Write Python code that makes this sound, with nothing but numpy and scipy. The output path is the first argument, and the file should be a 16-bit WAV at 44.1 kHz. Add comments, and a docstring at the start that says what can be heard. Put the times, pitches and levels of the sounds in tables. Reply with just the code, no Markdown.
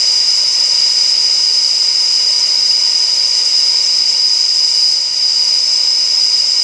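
"""Outdoors, an arm's length away, a hand-held gas torch burns steadily against a steel bar.
The flame roars softly, the gas jet hisses, and the jet drives a shrill, rough whistle in the burner tube.
The pitch wanders a little as the hand moves the flame, and sound bouncing off nearby metal colours it all.
Near five seconds the jet falters and the whistle briefly gets quieter."""
import sys
import numpy as np
from scipy import signal
from scipy.fft import rfft, irfft
from scipy.io import wavfile
from scipy.ndimage import uniform_filter1d

SR = 44100
rng = np.random.default_rng(int(sys.argv[2]) if len(sys.argv) > 2 else 0)


def transcribe(signal):
    """Save signal, clipped to [-1, 1], as a 16-bit WAV file at the path in sys.argv[1]."""
    frames = np.atleast_2d(signal).T
    limited = np.clip(frames, -1, 1)
    pcm = np.round(limited * 32767).astype(np.int16)
    wavfile.write(sys.argv[1], SR, pcm)


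N = 292383


def undb(db):
    """Turn decibels into a number to multiply a sound by."""
    return 10 ** (np.asarray(db) / 20)


def level(x, db):
    """Scale a sound to an average (rms) level."""
    return x * undb(db) / np.sqrt(np.mean(np.abs(x) ** 2))


def curves(table):
    """Join a table's timed points with straight lines, giving one value per sample."""
    times_s, *columns = np.transpose(table)
    return [np.interp(np.arange(N) / SR, times_s, column) for column in columns]


def wander(steps_per_s):
    """A smooth random wobble with a typical size of 1."""
    hold = max(int(SR / steps_per_s), 2)
    steps = np.repeat(rng.standard_normal(N // hold + 1), hold)
    smoothed = uniform_filter1d(uniform_filter1d(steps, hold), hold)
    return level(smoothed[:N], 0)


def bell(f, centre_hz, width_hz):
    """The hump of a resonance (a pitch where something rings): 1 at its centre, less to each side."""
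    return 1 / (1 + (2 * (f - centre_hz) / width_hz) ** 2)


def falter(t, half_length_s=0.12, early_s=0, at_s=5.09):
    """A smooth bump from 0 to 1 and back, peaking early_s before the jet falters."""
    return np.exp(-((t - at_s + early_s) / half_length_s) ** 2)


def turbulence(resonances):
    """Swirling gas makes noise, which is strongest around each resonance."""
    f = np.fft.rfftfreq(N, 1 / SR)
    power = sum((undb(db) * bell(f, hz, width)) ** 2 for hz, width, db in resonances)
    noise_spectrum = rfft(rng.standard_normal(N))
    return level(irfft(noise_spectrum * np.sqrt(power), N), 0)


def metal_reflections(sound, pitch_hz, frame_samples=2048):
    """Echoes off nearby metal cancel some pitches; the treble flares, then dulls as the jet falters."""
    # hollows where the echo cancels the direct sound: pitch_hz, width_hz, base_depth_db (scaled below)
    hollows = [(750, 60, -3), (1680, 80, -8), (3520, 130, -3.5), (4280, 150, -6), (5515, 110, -7),
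               (6810, 220, -5), (9420, 350, -4), (10200, 220, -5)]
    f, t, frames = signal.stft(sound, SR, nperseg=frame_samples)
    treble_db = 2.3 * falter(t, half_length_s=0.2, early_s=0.28) - 3.6 * falter(t)
    colour_db = treble_db * bell(f[:, None], centre_hz=9600, width_hz=3600)
    # the hollows slide up and down with the whistle's pitch
    slide = np.interp(t, np.arange(N) / SR, pitch_hz / np.mean(pitch_hz)) ** 1.2
    for hz, width_hz, base_depth_db in hollows:
        # the hand drifts slowly, so the hollows deepen, the high ones fastest
        depth_scale = 1.2 + 0.02 * (hz / 1000) * (t - 3.6)
        colour_db = colour_db + depth_scale * base_depth_db * bell(f[:, None], hz * slide, width_hz)
    return signal.istft(frames * undb(colour_db), SR, nperseg=frame_samples)[1][:N]


def flame_roar(flicker_db=0.36):
    """Burning gas makes a soft noise, coloured by the tube and flickering slightly."""
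    # resonances of the flame and burner tube: pitch_hz, width_hz, relative_level_db
    flame_resonances = [(90, 750, -17), (494, 276, -9.5), (622, 145, -9.5), (947, 176, -4.5),
                        (1364, 690, -12), (1910, 320, -10), (2281, 520, -3.5), (2887, 260, 0.5),
                        (3180, 310, -13.5), (3926, 1130, -4)]
    return turbulence(flame_resonances) * undb(flicker_db * wander(steps_per_s=24.82))


def gas_hiss(swing, thinning_db=1.8, flicker_db=0.78):
    """The jet hisses, and thins whenever the whistle swings wide and takes its energy."""
    # resonances of the gas jet in the nozzle: pitch_hz, width_hz, relative_level_db
    jet_resonances = [(4546, 310, 2), (5320, 250, 5.5), (5640, 270, 5), (5907, 460, 8), (6490, 280, 3),
                      (6940, 450, -1.5), (7464, 444, 1.5), (8360, 1720, -11), (9880, 330, -17),
                      (10670, 370, -14), (12050, 410, -35.5)]
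    hiss = turbulence(jet_resonances)
    change_db = -thinning_db * np.abs(swing) + flicker_db * wander(steps_per_s=70)
    return level(hiss * undb(change_db), 0)


def whistle_swing(width_hz=420, offset_hz=70, drive=0.78, tube_width_hz=2600):
    """Swirling gas kicks two close resonances of the tube, so the air in it swings unevenly."""
    # complex numbers hold the swing's size and timing; 0 Hz here stands for the whistle's pitch
    f = np.fft.fftfreq(N, 1 / SR)
    kicks = np.fft.fft(rng.standard_normal(N) + 1j * rng.standard_normal(N))
    pair = np.hypot(bell(f, -offset_hz, width_hz) ** 2, bell(f, offset_hz, width_hz) ** 2)
    swing = level(np.fft.ifft(kicks * pair), 0)
    # big swings level off: the jet can only feed so much energy into the tube
    swing = swing / np.sqrt(1 + np.abs(drive * swing) ** 2 / 2)
    return level(np.fft.ifft(np.fft.fft(swing) * bell(f, 0, tube_width_hz)), 0)


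def whistle(swing, pitch_hz, flutter_hz=35, octave_db=-52):
    """The tube's note flutters with the hot gas; being driven to its limit adds a faint octave above."""
    fluttering_hz = pitch_hz + flutter_hz * wander(steps_per_s=130)
    tone = swing * np.exp(2j * np.pi * np.cumsum(fluttering_hz) / SR)
    return level(tone.real, 0) + level((tone ** 2).real, octave_db)


def scene():
    """Roar, hiss and whistle come from one spot and reach both channels alike."""
    # the whistle's path as the hand moves the flame on the bar: time_s, pitch_hz
    pitch_path = [(0.0, 4960), (0.2, 5003), (4.36, 5008), (5.28, 4947), (5.76, 5060), (6.63, 5000)]
    t = np.arange(N) / SR
    swing = whistle_swing()
    hiss, roar = gas_hiss(swing), flame_roar()
    pitch_hz = curves(pitch_path)[0] + 9.02 * wander(steps_per_s=4.2)
    waver_db = 0.33 * wander(steps_per_s=4.2)
    # roar and hiss ease off as the torch burns; the roar dips before the whistle does, and for longer
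    roar_db = -29.5 - 0.2274 * t + waver_db - 1.7 * falter(t, half_length_s=0.58, early_s=0.25)
    hiss_db = -21.5 - 0.2837 * t + waver_db - 0.8 * falter(t)
    whistle_db = -12 - 4 * falter(t)
    torch = roar * undb(roar_db) + hiss * undb(hiss_db) + whistle(swing, pitch_hz) * undb(whistle_db)
    heard = metal_reflections(torch, pitch_hz)
    return np.array([heard, heard])


def record(dry):
    """A steep filter cuts off the highest treble."""
    cutoff_hz = 11900
    return signal.sosfilt(signal.ellip(10, .1, 80, cutoff_hz, fs=SR, output="sos"), dry)


dry = scene()
out = record(dry)
transcribe(out)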